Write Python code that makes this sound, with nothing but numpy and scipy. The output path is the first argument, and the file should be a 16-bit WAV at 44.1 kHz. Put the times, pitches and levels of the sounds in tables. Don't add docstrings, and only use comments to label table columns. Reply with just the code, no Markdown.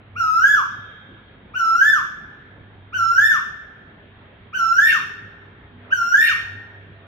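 import sys
import numpy as np
from scipy import signal
from scipy.fft import rfft, irfft, next_fast_len
from scipy.io import wavfile
from scipy.ndimage import uniform_filter1d, minimum_filter1d, map_coordinates

SR = 44100
rng = np.random.default_rng(int(sys.argv[2]) if len(sys.argv) > 2 else 0)


def file_out(sig):
    cols = np.atleast_2d(sig).T
    lim = np.clip(cols, -1, 1)
    pcm = np.round(lim * 32767).astype(np.int16)
    wavfile.write(sys.argv[1], SR, pcm)


def boost(x):
    u = np.asarray(x, float) / 20
    return 10 ** u


N = 311778

# start_s, slide_middle_s, top_reached_s, fall_begins_s, end_s, dip_hz, top_hz
CALLS = [(0.153, .426, .5, 0.53, 0.64, 1274, 1713), (1.535, 1.813, 1.886, 1.912, 2.027, 1319, 1769),
         (2.923, 3.187, 3.26, 3.29, 3.407, 1335, 1802), (4.526, 4.794, 4.869, 4.905, 5.006, 1331, 1840),
         (5.901, 6.159, 6.229, 6.278, 6.35, 1377, 1850)]
# stage (0-4 along those five moments), height (pitch: 0 = dip, 1 = top),
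# level_db, second_overtone_db, higher_overtones_db (before the changes for how high the call reaches)
CALL_SHAPE = [(0, -0.517, -52, -52, -78), (.048, .22, -28.5, -27, -60.5), (0.111, .45, -18.5, -43, -45),
              (.27, .1, -21, -55, -45.5), (.46, 0, -19, -46.5, -49), (0.659, .03, -18.5, -49, -47),
              (.83, .14, -17, -45.5, -45), (1, .51, -14.5, -41, -42.5), (1.47, .82, -13.5, -36.5, -40),
              (2, 0.99, -14, -34, -37.5), (3, 0.99, -17, -34.5, -45.5), (3.24, .54, -17.5, -41, -40.5),
              (3.6, -.23, -22, -48.5, -52.5), (4, -1.03, -52, -65.5, -78.5)]
# multiple (of the pitch), level_db (relative)
VOICE_OVERTONES = [(3, -5.5), (4, 0.35), (5, -3.5), (6, -11.5), (7, -10.5), (8, -14), (9, -19), (10, -20),
                   (11, -27.5)]
# frequency_hz, change_db
OVERTONE_STRENGTH = [(3900, -2.2), (4800, -4.5), (5500, 6), (7000, -6), (8000, -15), (9200, -2.5),
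                     (10200, -16.5), (11500, -4.5), (13500, 7.5), (15500, -3.5)]
# pitch_hz, left_db, right_db, left_lead_rad
NEAREST_ECHOES = [(1275, 1.5, 1.5, 7.5), (1327, 1.5, 1, 8), (1323, -1, 4, 7.5), (1375, 2.5, 3, 7),
                  (1446, -9.5, -15.5, 8), (1477, 4, -4.5, 3.5), (1540, -11, 0, 5), (1562, 10.5, 9.5, 2.13),
                  (1653, -2.5, 1.5, -0.7), (1673, -9, -6.5, 0.75), (1726, 0.5, 1.5, 0), (1787, -1, 0, -2),
                  (1850, -1.5, -1.5, -1)]
# from_s, to_s, rough_db, burst_s, burst_db
ROUGH_SPOTS = [(3.263, 3.37, -48, 3.33, -47), (4.854, 4.986, -50, 4.9, -19),
               (6.213, 6.33, -33, 6.28, -19.5)]
# frequency_hz, width_hz, level_db (relative)
RASP_BANDS = [(1960, 880, 0.5), (2400, 190, 7.5), (2740, 113, 4.5), (3400, 460, -8), (4310, 230, -8)]
# frequency_hz, fade_s
LEAVES_FADE = [(3000, 0.12), (12000, 0.097)]
NEAR_FADE = [(800, 0.33), (1500, 0.5), (4000, 0.65), (8000, 0.48), (14000, 0.3)]
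FAR_FADE = [(800, 1.02), (1700, 1.52), (4000, 1.06), (8000, 0.66), (14000, 0.72)]
# (relative, per Hz)
TOWN_COLOUR = [(12, -66.5), (20, -17), (65, -5), (103, -6.5), (123, -4.5), (244, -8.5), (274, -11.5),
               (452, -16), (495, -17.5), (1200, -23), (1440, -20.5), (1770, -21.5), (3660, -34),
               (4600, -51), (5980, -94), (10100, -120)]
# frequency_hz, likeness (0-1)
TOWN_LIKENESS = [(30, 0.95), (80, 0.99), (200, 0.98), (400, 0.71), (800, 0.35), (2000, 0.024)]
# frequency_hz, left_minus_right_db
TOWN_LEAN = [(60, 0.5), (240, -2), (950, -1.0), (3770, -0.5), (15000, -10)]
# time_s, level_db
HUM_LEVEL = [(0.0, -52.5), (0.53, -51), (2.32, -60), (2.5, -46.5), (3.27, -50), (3.33, -62), (4.25, -52.5),
             (4.37, -66), (4.43, -50.5), (6.18, -54.5), (6.26, -73), (6.34, -48.5), (6.99, -47.5),
             (7.07, -55)]
# time_s, level_db
TONE_LEVEL = [(0, -71.5), (4.7, -64.5), (5.1, -58), (6, -62), (6.95, -61), (7.07, -76)]
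# start_s, length_s, first_hz, last_hz, level_db
FAR_BLIPS = [(5.655, .32, 247, 247.6, -54.5), (6.58, 0.11, 790, 825, -55.5), (6.893, .25, 674, 665, -59)]
# time_s, level_db
SHRILL_LEVEL = [(.55, -86), (.72, -54), (.95, -52.5), (1.2, -59.5), (1.45, -66)]

USUAL_TOP_HZ, BRIGHTER_DB_PER_KHZ, FALL_FADES_DB_PER_KHZ = 1801, 20.5, 70
ROUGH_EDGE_DB_PER_S, BURST_RISE_DB_PER_S, BURST_FALL_DB_PER_S = 1501, 421, 652
TOWN_LOW_DB, TOWN_MIDDLE_DB, TOWN_SPLIT_HZ = -51, -52.5, 400
SWELL_S, SWELL_WIDTH_S, SWELL_DB = 5.89, 0.07, 4.5
HUM_HZ, TONE_HZ = 99.1, 403
BLIP_EDGE_S, BLIP_EDGE_DB = 0.066, -16


def unit(x):
    return x / np.sqrt(np.mean(x ** 2) + 1e-20)


def along(points, hz):
    f, v = np.transpose(points)
    return np.interp(np.log(hz + 1), np.log(f + 1), v)


def curves(rows, smooth_s=0):
    s, *cols = np.transpose(rows)
    lines = np.array([np.interp(np.arange(N) / SR, s, c) for c in cols])
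    return uniform_filter1d(lines, int(smooth_s * SR) + 1, axis=1)


def wobble(rate):
    points = rng.standard_normal(int(N * rate / SR) + 4)
    return map_coordinates(points, [np.arange(N) * rate / SR])


def filtered(x, response):
    m = next_fast_len(N + SR // 2)
    spectrum = rfft(x, m) * response(np.fft.rfftfreq(m, 1 / SR))
    return irfft(spectrum, m)[..., :N]


def call(start_s, slide_s, top_s, fall_s, end_s, dip_hz, top_hz):
    stage, height, *levels = np.transpose(CALL_SHAPE)
    times = np.interp(stage, np.arange(5), [start_s, slide_s, top_s, fall_s, end_s])
    pitch = dip_hz + height * (top_hz - dip_hz)
    rows = np.transpose([times, pitch, *levels])
    hz, db, second_db, upper_db = curves(rows, smooth_s=0.015)

    t = np.arange(N) / SR
    reach_khz = (top_hz - USUAL_TOP_HZ) / 1000
    fall_progress = np.clip((t - fall_s) / (end_s - fall_s), 0, 1)
    db = db - FALL_FADES_DB_PER_KHZ * reach_khz * fall_progress
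    fade_in = np.clip((t - start_s) / 0.0023, 0, 1)
    fade_out = np.clip((end_s - t) / 0.013, 0, 1)
    gate = np.sqrt(2) * fade_in * fade_out
    on = gate > 0
    phase = 2 * np.pi * np.cumsum(hz * on) / SR
    shaky = phase + 0.11 * wobble(240)

    upper = np.zeros(N)
    for k, level in VOICE_OVERTONES:
        overtone_hz = k * hz[on]
        strength = boost(level + along(OVERTONE_STRENGTH, overtone_hz))
        upper[on] += strength * (overtone_hz < SR / 2) * np.sin(k * shaky[on])
    upper = boost(upper_db) * upper + boost(second_db) * np.sin(2 * shaky)
    upper = upper * boost(BRIGHTER_DB_PER_KHZ * reach_khz)

    echo_hz, *columns = np.transpose(NEAREST_ECHOES)
    heard = [np.interp(hz, echo_hz, c) for c in columns]
    for _ in range(2):
        heard = uniform_filter1d(heard, 150, axis=1)
    left_db, right_db, lead = heard
    sides = boost([left_db, right_db]) * np.sin(phase + np.outer([0.5, -0.5], lead))
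    return gate * np.vstack([boost(db) * np.sin(phase), upper, boost(db) * sides])


def rasp():
    flaps = rng.standard_normal(N) * boost(1.6 * wobble(120))

    def noise_bands(f):
        total = 0
        for k, (centre, width, db) in enumerate(RASP_BANDS):
            band = 1j * f * width / (centre * centre - f * f + 1j * f * width)
            total = total + (-1) ** k * boost(db) * band
        return total / (1 + (f / 4600) ** 12) / (1 + (1800 / (f + 1)) ** 8)

    t, strength = np.arange(N) / SR, np.zeros(N)
    for from_s, to_s, rough_db, burst_s, burst_db in ROUGH_SPOTS:
        outside_s = np.maximum(0, np.maximum(from_s - t, t - to_s))
        burst_drop = np.maximum(BURST_RISE_DB_PER_S * (burst_s - t), BURST_FALL_DB_PER_S * (t - burst_s))
        spot_db = np.maximum(rough_db, burst_db - burst_drop)
        strength += boost(spot_db - ROUGH_EDGE_DB_PER_S * outside_s)
    return strength * unit(filtered(flaps, noise_bands))


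def echoes(x, fade, delay_s):
    hz, t, z = signal.stft(rng.standard_normal((2, SR * 3 // 2)), SR, nperseg=256)
    dying = z * boost(-60 * t / along(fade, hz)[:, None])
    tail = signal.istft(dying, SR, nperseg=256)[1]
    tail = np.pad(tail, ((0, 0), (int(delay_s * SR), 0)))
    return signal.fftconvolve(x[None], tail / np.linalg.norm(tail[0]), axes=1)[:, :N]


def bird():
    whistle, upper, *sides = sum(call(*row) for row in CALLS)
    upper = upper + rasp()
    beak = whistle + upper
    leaves = boost(-0.5) * echoes(upper, LEAVES_FADE, delay_s=0)
    near = boost(-3.0) * echoes(beak, NEAR_FADE, delay_s=0.012)
    far = boost(-16.5) * echoes(beak, FAR_FADE, delay_s=0.03)

    def treble(hz):
        return boost(np.outer([-2.5, 2.5], hz / 10000))

    return np.array(sides) + filtered(leaves + near + far, treble)


def town():
    low_db = TOWN_LOW_DB + 1.0 * wobble(4)
    middle_db = TOWN_MIDDLE_DB + 0.65 * wobble(1.2)
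    swell = np.exp(-((np.arange(N) / SR - SWELL_S) / SWELL_WIDTH_S) ** 2)
    middle_db = middle_db + SWELL_DB * swell

    z = signal.stft(rng.standard_normal((2, N)), nperseg=512)[2]
    patches = uniform_filter1d(rng.standard_normal(z.shape[1:]), 5, 0)
    patches = uniform_filter1d(patches, 14, 1)
    pair = signal.istft(z * boost(1.7 * unit(patches)), nperseg=512)[1][:, :N]

    def colour_and_width(hz):
        angle = np.arccos(np.clip(along(TOWN_LIKENESS, hz), -1, 1)) / 2
        return boost(along(TOWN_COLOUR, hz)) * [np.cos(angle), np.sin(angle)]

    def lean(hz):
        return boost(np.outer([0.5, -0.5], along(TOWN_LEAN, hz)))

    mid, side = filtered(pair, colour_and_width)
    both = filtered(np.array([mid + side, mid - side]), lean)
    low = filtered(both, lambda hz: 1 / (1 + (hz / TOWN_SPLIT_HZ) ** 4))
    return boost(low_db) * unit(low) + boost(middle_db) * unit(both - low)


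def drone(hz, db, waver_hz, flutter_db):
    phase = 2 * np.pi * np.cumsum(hz + waver_hz * wobble(16)) / SR
    strength = np.sqrt(2) * boost(db + flutter_db * wobble(12))
    return strength * np.sin(phase + [[-0.15], [0.15]]) * boost([[-0.7], [0.7]])


def machine_hum():
    return drone(HUM_HZ, curves(HUM_LEVEL)[0], waver_hz=3.02, flutter_db=3.0)


def faint_tone():
    return drone(TONE_HZ, curves(TONE_LEVEL)[0], waver_hz=1.2, flutter_db=1.5)


def blip(start_s, length_s, first_hz, last_hz, db):
    t = np.arange(N) / SR - start_s
    from_edge_s = np.minimum(t, length_s - t)
    fade_db = BLIP_EDGE_DB * np.maximum(0, 1 - from_edge_s / BLIP_EDGE_S)
    hz = np.interp(t, [0, length_s], [first_hz, last_hz])
    return drone(hz, db + fade_db, waver_hz=1.2, flutter_db=1.5)


def shrill():
    def bands(hz):
        lower = boost(4.0) / (1 + ((hz - 3250) / 120) ** 4)
        higher = 1 / (1 + ((hz - 3650) / 130) ** 4)
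        return lower + higher

    noise = rng.standard_normal((2, N))
    return boost(curves(SHRILL_LEVEL)[0]) * unit(filtered(noise, bands))


def scene():
    far_blips = sum(blip(*row) for row in FAR_BLIPS)
    return bird() + town() + machine_hum() + faint_tone() + far_blips + shrill()


def roll_off(x):
    return signal.sosfilt(signal.butter(12, 15720, fs=SR, output="sos"), x)


def record(dry):
    need = np.minimum(1, 0.76 / (np.abs(dry).max(axis=0) + 1e-9))
    gain = uniform_filter1d(minimum_filter1d(need, size=441), size=441)
    return roll_off(dry * gain)


dry = scene()
out = record(dry)
file_out(out)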